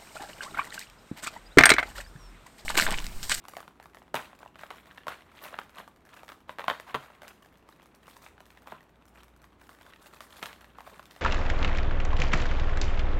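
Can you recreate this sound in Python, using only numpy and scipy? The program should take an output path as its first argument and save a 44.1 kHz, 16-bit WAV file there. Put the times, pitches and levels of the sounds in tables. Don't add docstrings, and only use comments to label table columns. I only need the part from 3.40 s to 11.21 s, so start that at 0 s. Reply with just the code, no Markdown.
import sys
import numpy as np
from scipy import signal
from scipy.fft import rfft, irfft, next_fast_len
from scipy.io import wavfile
from scipy.ndimage import uniform_filter1d, map_coordinates

SR = 44100
rng = np.random.default_rng(int(sys.argv[2]) if len(sys.argv) > 2 else 0)


def generate_wav(sig):
    pcm = np.round(np.clip(np.atleast_2d(sig).T, -1, 1) * 32767).astype(np.int16)
    wavfile.write(sys.argv[1], SR, pcm)


N = 344421


def amp(db):
    return 10 ** (np.asarray(db) / 20)


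def unit(x):
    return x / np.sqrt(np.mean(x ** 2) + 1e-20)


def along(points, hz):
    point_hz, values = np.transpose(points)
    return np.interp(np.log(hz + 1), np.log(point_hz + 1), values)


def wobble(rate):
    knots = rng.standard_normal(int(N * rate / SR) + 4)
    return map_coordinates(knots, [np.arange(N) * rate / SR])


def filtered(x, response):
    size = next_fast_len(len(x) + 8192)
    spectrum = rfft(x, size) * response(np.fft.rfftfreq(size, 1 / SR))
    return irfft(spectrum, size)[:len(x)]


def causal(gain):
    cepstrum = irfft(np.log(np.maximum(gain, 1e-6)))
    half = len(cepstrum) // 2
    cepstrum[1:half] *= 2
    cepstrum[half + 1:] = 0
    return np.exp(rfft(cepstrum))


def coloured(x, points, size=2048):
    gain = amp(along(points, np.fft.rfftfreq(size, 1 / SR)))
    return signal.fftconvolve(x, irfft(causal(gain)))[:len(x)]


def add(track, s, sound):
    part = track[max(round(s * SR), 0):][:len(sound)]
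    part += sound[:len(part)]


# (frequency [Hz], relative level per Hz [dB])
AIR_TONE = [(15, -24), (28, -4), (55, -8), (85, 2.5), (110, -4), (160, 1), (350, -1.5), (480, -6),
            (1070, -10), (1840, -18.5), (2400, -20), (4900, -32.5), (13200, -44.5), (16000, -44)]
# (time [s], level [dB])
HUM_LEVEL = [(0, -73), (3.5, -70), (4.3, -71.5), (5.15, -65), (5.4, -71), (5.8, -62.5), (6.15, -68.5),
             (7.0, -70), (7.3, -67), (7.8, -71)]


def background(air_db=-62, hum_hz=59, waver_db=2, drift_rad=0.26):
    t = np.arange(N) / SR
    air = unit(filtered(rng.standard_normal(N), lambda hz: amp(along(AIR_TONE, hz))))
    tone = np.sin(2 * np.pi * hum_hz * t + drift_rad * wobble(2.3))
    hum = unit(tone * amp(waver_db * wobble(1.987)))
    hum_gain = amp(np.interp(t, *np.transpose(HUM_LEVEL)))
    return amp(air_db) * air + hum_gain * hum


# (time [s], level before the rustle trim [dB])
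GRIP_LEVEL = [(0, -67.5), (.3, -72), (.7, -72), (.9, -63), (1.11, -72.5), (1.3, -64), (1.85, -62.5),
              (2.2, -63), (2.55, -73), (3.05, -74), (3.7, -61), (4.05, -70), (4.95, -69), (5.25, -66.5),
              (5.55, -72), (6.15, -72), (6.9, -63), (7.8, -63)]
GRIP_FIZZ_DB = -11.5
# (middle time [s], length [s], rustle of the panels [dB], fizz of the sliding [dB])
RIM_SLIDES = [(.12, .12, -64, -70.5), (0.423, .08, -63, -83.5), (1.021, .1, -57, -69),
              (1.217, .1, -53.5, -59.5), (1.375, .12, -59, -63), (1.483, .11, -58, -63.5),
              (1.725, .09, -48, -64), (1.987, .14, -57, -59), (2.055, .09, -46, -51.5),
              (2.128, .15, -52, -78), (2.393, .12, -47, -60), (2.75, .24, -56.5, -65),
              (3.112, .08, -57, -65), (3.506, .08, -50, -78), (3.627, .1, -57, -62), (3.874, .14, -53, -78),
              (4.313, .1, -66, -66.5), (4.705, .2, -61, -61), (4.847, .11, -58, -56.5),
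              (5.129, .2, -68, -72), (5.31, .12, -55, -66), (5.79, .16, -59, -67.5), (6.04, .06, -62, -74),
              (6.234, .11, -64, -65.5), (6.459, .28, -60, -65), (6.638, .13, -60.5, -61),
              (6.747, .06, -57, -57), (6.96, .2, -57, -57), (7.05, .08, -47, -53), (7.114, .07, -52, -71),
              (7.489, .24, -58, -61.5), (7.773, .16, -61.5, -63)]
# (time [s], rustle of the panels [dB], fizz of the sliding [dB])
PANEL_CRUMPLES = [(.168, -56, -71), (.75, -33.5, -61), (1.305, -49, -64), (1.683, -39, -54),
                  (2.888, -49, -72), (3.19, -46, -67), (3.29, -41, -72), (5.27, -55, -67), (5.32, -49, -78),
                  (6.292, -55, -59), (6.807, -54, -52), (7.03, -42, -57)]
CRUMPLE_ATTACK_S, CRUMPLE_FADE_DB_PER_S = .004, 210


def handling():
    t = np.arange(N) / SR
    grip_db = np.interp(t, *np.transpose(GRIP_LEVEL))
    power = amp(grip_db + np.array([[0], [GRIP_FIZZ_DB]])) ** 2
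    age = np.arange(SR // 2) / SR
    burst = (1 - np.exp(-age / CRUMPLE_ATTACK_S)) * amp(-CRUMPLE_FADE_DB_PER_S * age)
    moves = []
    for middle, length, *levels in RIM_SLIDES:
        swell = np.sin(np.pi * np.arange(0, 1, 1 / (length * SR)))
        moves.append((middle - length / 2, swell, levels))
    moves += [(s, burst, levels) for s, *levels in PANEL_CRUMPLES]
    for s, shape, levels in moves:
        for track, db in zip(power, levels):
            add(track, s, (amp(db) * shape) ** 2)
    return np.sqrt(power)


def grains(rate, centre_hz, octaves, life_s, spread_db, size=400):
    count, t = int(rate * N / SR), np.arange(size) / SR
    start, phase = rng.random((count, 2)).T[:, :, None]
    pitch, life, strength = np.clip(rng.standard_normal((count, 3)), -2, 2).T[:, :, None]
    hz = np.minimum(centre_hz * 2 ** (octaves * pitch), SR / 2)
    age = t / (life_s * 2 ** (life / 2))
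    envelope = amp(spread_db * strength) * age * np.exp(-age)
    ring = envelope * np.sin(2 * np.pi * (hz * t + phase))
    places = (start * N).astype(int) + np.arange(size)
    return unit(np.bincount(places.ravel(), ring.ravel(), N)[:N])


# (frequency [Hz], relative gain [dB])
PANEL_TONE = [(60, -42), (200, -3), (470, -3.5), (600, 0), (780, -2.5), (1050, 0.5), (1900, -3),
              (3200, -5.5), (4300, -6.5), (5500, -44), (12000, -15)]
# (frequency [Hz], relative gain [dB])
FIZZ_TONE = [(1200, -55), (3500, 9), (5000, 2.5), (6500, -.5), (9000, 1), (10400, -3.5), (12500, 1.5),
             (16000, -1.5)]


def crinkle(rustling, fizzing, panel_db=-.5, fizz_db=-5.0, flutter_db=3, catch_db=2.5):
    clumps = amp(flutter_db * wobble(110))
    rustle = grains(rate=1400, centre_hz=1498, octaves=0.907, life_s=0.00039, spread_db=3, size=200)
    fizz = grains(rate=1300, centre_hz=8400, octaves=0.8, life_s=.0001, spread_db=0.0, size=60)
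    catches = amp(catch_db * wobble(80))
    panels = unit(coloured(rustle * clumps, PANEL_TONE))
    contact = unit(coloured(fizz * clumps * catches, FIZZ_TONE))
    return amp(panel_db) * rustling * panels + amp(fizz_db) * fizzing * contact


def snap(crack_db, edge_db, main_hz, main_db, ripple_db, mode_gap_hz, travel_s, ring_db, ring_s, size=2048):
    hz, t = np.fft.rfftfreq(size, 1 / SR), np.arange(size) / SR
    # (frequency [Hz], gain [dB])
    shape = [(40, -27.0), (150, -10.5), (380, -9.5), (600, 1), (1100, 0),
             (1600, crack_db / 2), (2400, crack_db - 3.5), (3700, crack_db - 7),
             (5200, 0.87 * edge_db + 0.24 * crack_db - 0.5), (8000, edge_db - 3.0),
             (10400, edge_db - 6), (12500, edge_db - 4.5), (16000, edge_db - 10.5)]
    main = main_db * (1 / (1 + ((hz - main_hz) / (0.11 * main_hz)) ** 2) - .35)
    ripple = map_coordinates(rng.standard_normal(size // 4), [hz / mode_gap_hz], mode="mirror")
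    modes = amp(ripple_db * ripple)
    bounces = rng.standard_normal(size) * np.exp(-t / ring_s) * (1 - np.exp(-2 * t / ring_s))
    sheet = causal(modes) * (1 + amp(ring_db) * rfft(bounces / np.linalg.norm(bounces)))
    sheet /= np.sqrt(uniform_filter1d(np.abs(sheet) ** 2, size=40))
    chirp = np.exp(-4j * np.pi * travel_s * np.sqrt(hz * 10 ** 3))
    return irfft(sheet * chirp * causal(amp(along(shape, hz) + main)))


TICK_CROWDING = .5
TICK_DULLING = 0.13
TICK_RESONANCE_DB = 11


def ticks(rustling, level_db=-27, spread_db=7, follow=0.43, most_effort_db=22,
          crack_db=-1, edge_db=-13, tone_db=7, centre_hz=1800, count=380):
    effort_db = np.minimum(20 * np.log10(rustling / np.median(rustling)), most_effort_db)
    strain = np.cumsum(amp(TICK_CROWDING * effort_db))
    out = np.zeros(N)
    for i, (place, size, crack, edge, pitch) in enumerate(2 * rng.random((count, 5)) - 1):
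        at = np.searchsorted(strain, strain[-1] * (i + 1 + place) / (count + 1))
        tick_edge_db = edge_db + tone_db * edge - TICK_DULLING * effort_db[at]
        tick = snap(crack_db + tone_db * crack / 2, tick_edge_db, centre_hz * 2 ** pitch,
                    main_db=TICK_RESONANCE_DB, ripple_db=2.5, mode_gap_hz=600, travel_s=0.000389,
                    ring_db=1, ring_s=0.0017, size=1024)
        add(out, at / SR, amp(level_db + follow * effort_db[at] + spread_db * size) * tick)
    return out


# (frequency [Hz], time to fall by 60 dB [s])
ROOM_RING = [(150, .25), (500, .25), (1100, .29), (3000, .36), (8000, .42), (15000, .33)]
# (frequency [Hz], level against the direct sound [dB])
ROOM_LEVEL = [(150, -10), (500, -11), (1100, -11), (3000, -10), (6000, -5.5), (12000, -2)]
# (frequency [Hz], level against the direct sound [dB])
WALL_LEVEL = [(300, -22), (1500, -19), (4000, -15), (7000, -6), (13000, 0)]


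def room(wall_s=0.0083, wall_spread_s=0.0024, build_s=0.007, size=16384):
    t = np.arange(size) / SR
    hz, frames, noise = signal.stft(rng.standard_normal(size), SR, nperseg=256)
    decay = amp(-60 * frames / along(ROOM_RING, hz)[:, None])
    strength = np.sqrt(np.mean(decay ** 2, axis=1, keepdims=True) * size)
    decay *= amp(along(ROOM_LEVEL, hz))[:, None] / strength
    tail = signal.istft(noise * decay, SR, nperseg=256)[1][:size]
    tail = tail * (1 - np.exp(-(t / build_s) ** 2))
    scatter = rng.standard_normal(size) * (t > wall_s) * np.exp(-np.abs(t - wall_s) / wall_spread_s)
    direct = (t == 0)
    return direct + tail + coloured(scatter / np.linalg.norm(scatter), WALL_LEVEL)


def room_in_pieces(x, count=14):
    out, at = np.zeros(N), 0
    for piece in np.array_split(x, count):
        add(out, at / SR, signal.fftconvolve(piece, room()))
        at += len(piece)
    return out


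# (time [s], strength [dB], crack setting for about 3 kHz [dB],
# edge setting for above 5 kHz [dB], main resonance [Hz])
BUCKLING_SNAPS = [(.0408, -16, -12.5, -19, 1080), (.0528, -11.5, -3, -19, 1206), (.0839, -7, -2.5, -9, 788),
                  (.136, -8.5, -9, -18, 1180), (.1679, -1, -4, -17, 710), (.1837, -7, -11.5, -37, 1710),
                  (.2042, -5.5, -8, -18, 1210), (.2289, -12.5, -3, -38, 928), (.279, -9, -5, -23, 1090),
                  (.3997, -10.5, -5, -25, 825), (.4574, -10.5, -7.5, -22, 1113),
                  (.547, -11, -6.5, -16.5, 1840), (.5704, -9.5, -8, -26, 1840),
                  (.6192, -14.5, -9, -43, 1750), (.6801, -19, -6, -27, 1030), (.7436, 12, -9.5, -22.5, 890),
                  (.7545, 5, -1.5, -14, 902), (.762, 1, 5.5, -39, 1017), (.7695, -2, 4, -39, 2510),
                  (.7748, -1, -20, -24, 936), (.7925, -16, -7, -17, 1210), (.9309, -12.5, -7, -42, 1080),
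                  (1.0056, -11.5, -25, -41, 600), (1.0301, -7, -14, -52, 1550), (1.0604, -7, -17, -48, 900),
                  (1.157, -12, -2, -24, 1474), (1.1928, -13, 0, -24, 1577), (1.2348, -2.5, -5, -40, 1250),
                  (1.3052, -3, -2.5, -21.5, 1060), (1.3104, -3.5, -6, -44, 1050),
                  (1.383, -16, 3, -32, 1360), (1.5112, -20, 8.5, -37, 1651), (1.576, -15, 2, -15.5, 1735),
                  (1.5798, -11, 3, -36, 1646), (1.6344, -22, 1, -20, 3080), (1.6691, 4, -12, -27, 1103),
                  (1.6822, 7, -5.5, -22.5, 1110), (1.9903, -26.5, 15, -25, 2780),
                  (2.0549, -6, -11, -18, 1140), (2.129, -5.5, -25, -44, 1187),
                  (2.142, -3.5, -3.5, -44, 1834), (2.1885, 6.5, -5.5, -28, 1610),
                  (2.2949, -18, -1, -14, 1120), (2.3845, -2.5, -10, -26, 1004),
                  (2.4776, -9.5, -10, -22, 1162), (2.7704, -14.5, -8, -16, 1583),
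                  (2.8328, -8, -8.5, -22, 1250), (2.881, -15, 1, -13, 1853),
                  (2.8902, -11.5, 4, -12.5, 1310), (2.9196, -5.5, -7, -22, 820),
                  (3.094, 1.5, -5.5, -30, 1014), (3.1858, 2, -7.5, -26, 1812), (3.1945, 4, -5.5, -30, 1805),
                  (3.2052, -2.5, -7, -25, 837), (3.2174, -5, -1, -41, 1820), (3.2416, -1.5, -4, -25, 1103),
                  (3.2818, 15, -4, -30.5, 1080), (3.2999, 10, 1, -26.5, 1100), (3.3111, 11, -16, -51, 1710),
                  (3.3144, 3.5, -25, -47, 870), (3.325, -16, -23, -38, 1090), (3.3993, -2, -6.5, -20, 1940),
                  (3.5446, 8.5, -4, -28, 1120), (3.549, 10.5, -4.5, -31, 1190), (3.558, 0.5, -11, -41, 970),
                  (3.6163, -20, -12, -21, 1120), (3.7013, -11.5, -21, -31, 1010),
                  (3.8194, -7.5, -7, -20, 2730), (3.8326, -10, -10, -18, 624), (3.8808, -18, 6.5, -1, 2460),
                  (4.06, -21, -1, -14, 751), (4.0243, -24, -3, -8, 1140), (4.1557, -29, 3, -18, 3010),
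                  (4.2895, -12.5, -9, -18, 900), (4.3981, -19.5, -5, -26, 1795),
                  (4.4285, -17, -15, -20, 838), (4.4584, -17, -9, -15, 1830), (4.5492, -33, 4, 3.5, 4170),
                  (4.6802, -8.5, -20, -22, 1660), (4.7671, -16, -0.5, -10, 977),
                  (4.864, -11, -1, -30, 2370), (4.98, -17.5, -4, -30, 1518), (5.0048, -13, -3, -16.5, 1040),
                  (5.0647, -24, -4, -10, 1777), (5.1046, -24, 7, -9, 2090), (5.1736, -19, 2, -18, 1815),
                  (5.2731, -7, -6.5, -22, 1134), (5.322, 0, -13, -41, 1054), (6.0423, -18, -3, -15, 1990),
                  (6.2926, -9, -8, -21, 1136), (6.4123, -22, 1, -11, 3356), (6.4645, -20, 2, -16, 1480),
                  (6.5357, -25, 13.5, -13, 1802), (6.6603, -21.5, 5, -12, 1640), (6.8064, -7, 0, -14, 1120),
                  (7.0279, 0.5, 1.5, -14, 1270), (7.0307, -9, 8.5, -13, 2506), (7.0582, -7, 4.5, -9, 3480),
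                  (7.13, -14, 5, -14, 1230), (7.213, -16.5, -3, -22, 2700), (7.2444, -16.5, 1, -17, 1730),
                  (7.3854, -5.5, -14, -31, 1064), (7.4061, -8, -5.5, -21, 945), (7.4748, -7, -19, -31, 710),
                  (7.595, -6, -7.5, -25, 1210), (7.6562, -28, 10, 0.5, 3474),
                  (7.7104, -27.5, 14, 0.5, 4530), (7.7632, -15, 1.5, -16, 721)]
# (earliest time from the snap [s], latest time from the snap [s], level before random spread [dB])
FAINT_COPIES = [(-.005, -0.001, -22.5), (.002, .007, -11), (.007, 0.03, -15)]


def snaps(ring_db=-4, ring_s=0.0018, main_db=7, ripple_db=2.5, copy_spread_db=3, count=16):
    out = np.zeros(N)
    paths = [room() for _ in range(count)]
    lead_s = .01
    for i, (s, db, crack_db, edge_db, main_hz) in enumerate(BUCKLING_SNAPS):
        click, faint = (snap(crack_db, edge_db, main_hz, main_db, ripple_db, mode_gap_hz=384,
                             travel_s=0.000713, ring_db=ring_db, ring_s=ring_s, size=1024)
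                        for _ in range(2))
        blurred = np.zeros(SR // 16)
        add(blurred, lead_s, click)
        for earliest, latest, copy_db in FAINT_COPIES:
            copy_s = lead_s + earliest + (latest - earliest) * rng.random()
            level_db = copy_db + copy_spread_db * (2 * rng.random() - 1.5)
            add(blurred, copy_s, amp(level_db) * faint)
        add(out, s - lead_s - .0003, amp(db) * signal.fftconvolve(blurred, paths[i % count]))
    return out


# (time [s], level before the trim in knocks() [dB])
TRAY_KNOCKS = [(0.742, -31), (2.183, -45.5), (3.28, -45), (3.309, -50), (3.544, -25.5), (5.32, -40),
               (7.025, -41.5), (7.525, -49)]
# (frequency [Hz], typical level [dB], time to fall by 60 dB [s])
TRAY_MODES = [(84.5, -10, 0.17), (137.3, -6, 0.25), (186.94, 1.5, 0.089), (217, -5, 0.11),
              (256, -0.5, 0.13), (364, 4.5, 0.062), (435, 5, 0.089), (523, 1, 0.049), (628, 1, 0.12),
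              (710, -24, .1), (870, 1, 0.077), (1030, 0, 0.17), (1093, 1, 0.1)]


def knocks(level_db=-11, attack_s=0.00058):
    out, t = np.zeros(N), np.arange(SR // 3) / SR
    hz, mode_db, t60 = np.transpose(TRAY_MODES)[:, :, None]
    for s, db in TRAY_KNOCKS:
        fade = amp(mode_db + 2 * rng.standard_normal(hz.shape) - 60 * t / t60)
        ring = fade * np.sin(2 * np.pi * (hz * t + rng.random(hz.shape)))
        add(out, s, amp(db + level_db) * ring.sum(0) * (1 - np.exp(-t / attack_s)))
    return out


# (start time [s], length [s], frequency [Hz], level before the swell [dB])
SKIN_SQUEAK = (2.022, .036, 13200, -52)


def squeak(width_hz=900):
    s, length, centre_hz, db = SKIN_SQUEAK
    swell = np.sin(np.pi * np.clip((np.arange(N) / SR - s) / length, 0, 1))
    whistle = filtered(rng.standard_normal(N), lambda hz: 1 / (1 + ((hz - centre_hz) / width_hz) ** 2))
    return amp(db) * swell * unit(whistle)


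# (time [s], slips a second before jitter [1/s], level before the boost in creak() [dB])
RIM_CREAK = [(3.458, 210, -89), (3.465, 260, -49), (3.49, 400, -49), (3.51, 330, -50), (3.53, 450, -69)]


def creak(level_db=20, jitter=0.11):
    s, rate, db = np.transpose(RIM_CREAK)
    t = np.arange(N) / SR
    turns = np.cumsum(np.interp(t, s, rate) * (1 + jitter * wobble(200))) / SR
    strength = amp(np.interp(t, s, db, left=-120, right=-120) + level_db)
    slips = np.diff(np.floor(turns), prepend=0) * strength
    flick = snap(-6.0, -20.0, 1080, main_db=9.0, ripple_db=0, mode_gap_hz=335,
                 travel_s=0.000556, ring_db=2, ring_s=0.0022)
    flick_in_room = signal.fftconvolve(flick / np.linalg.norm(flick), room())
    return signal.fftconvolve(slips, flick_in_room)[:N]


def scene():
    rustling, fizzing = handling()
    rubbing = room_in_pieces(ticks(rustling) + crinkle(rustling, fizzing))
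    return (background() + rubbing + snaps() + knocks() + squeak() + creak())[None]


def record(dry, top_hz=16050, steepness=120):
    return filtered(dry[0], lambda hz: 1 / (1 + (hz / top_hz) ** steepness))[None]


dry = scene()
out = record(dry)
generate_wav(out)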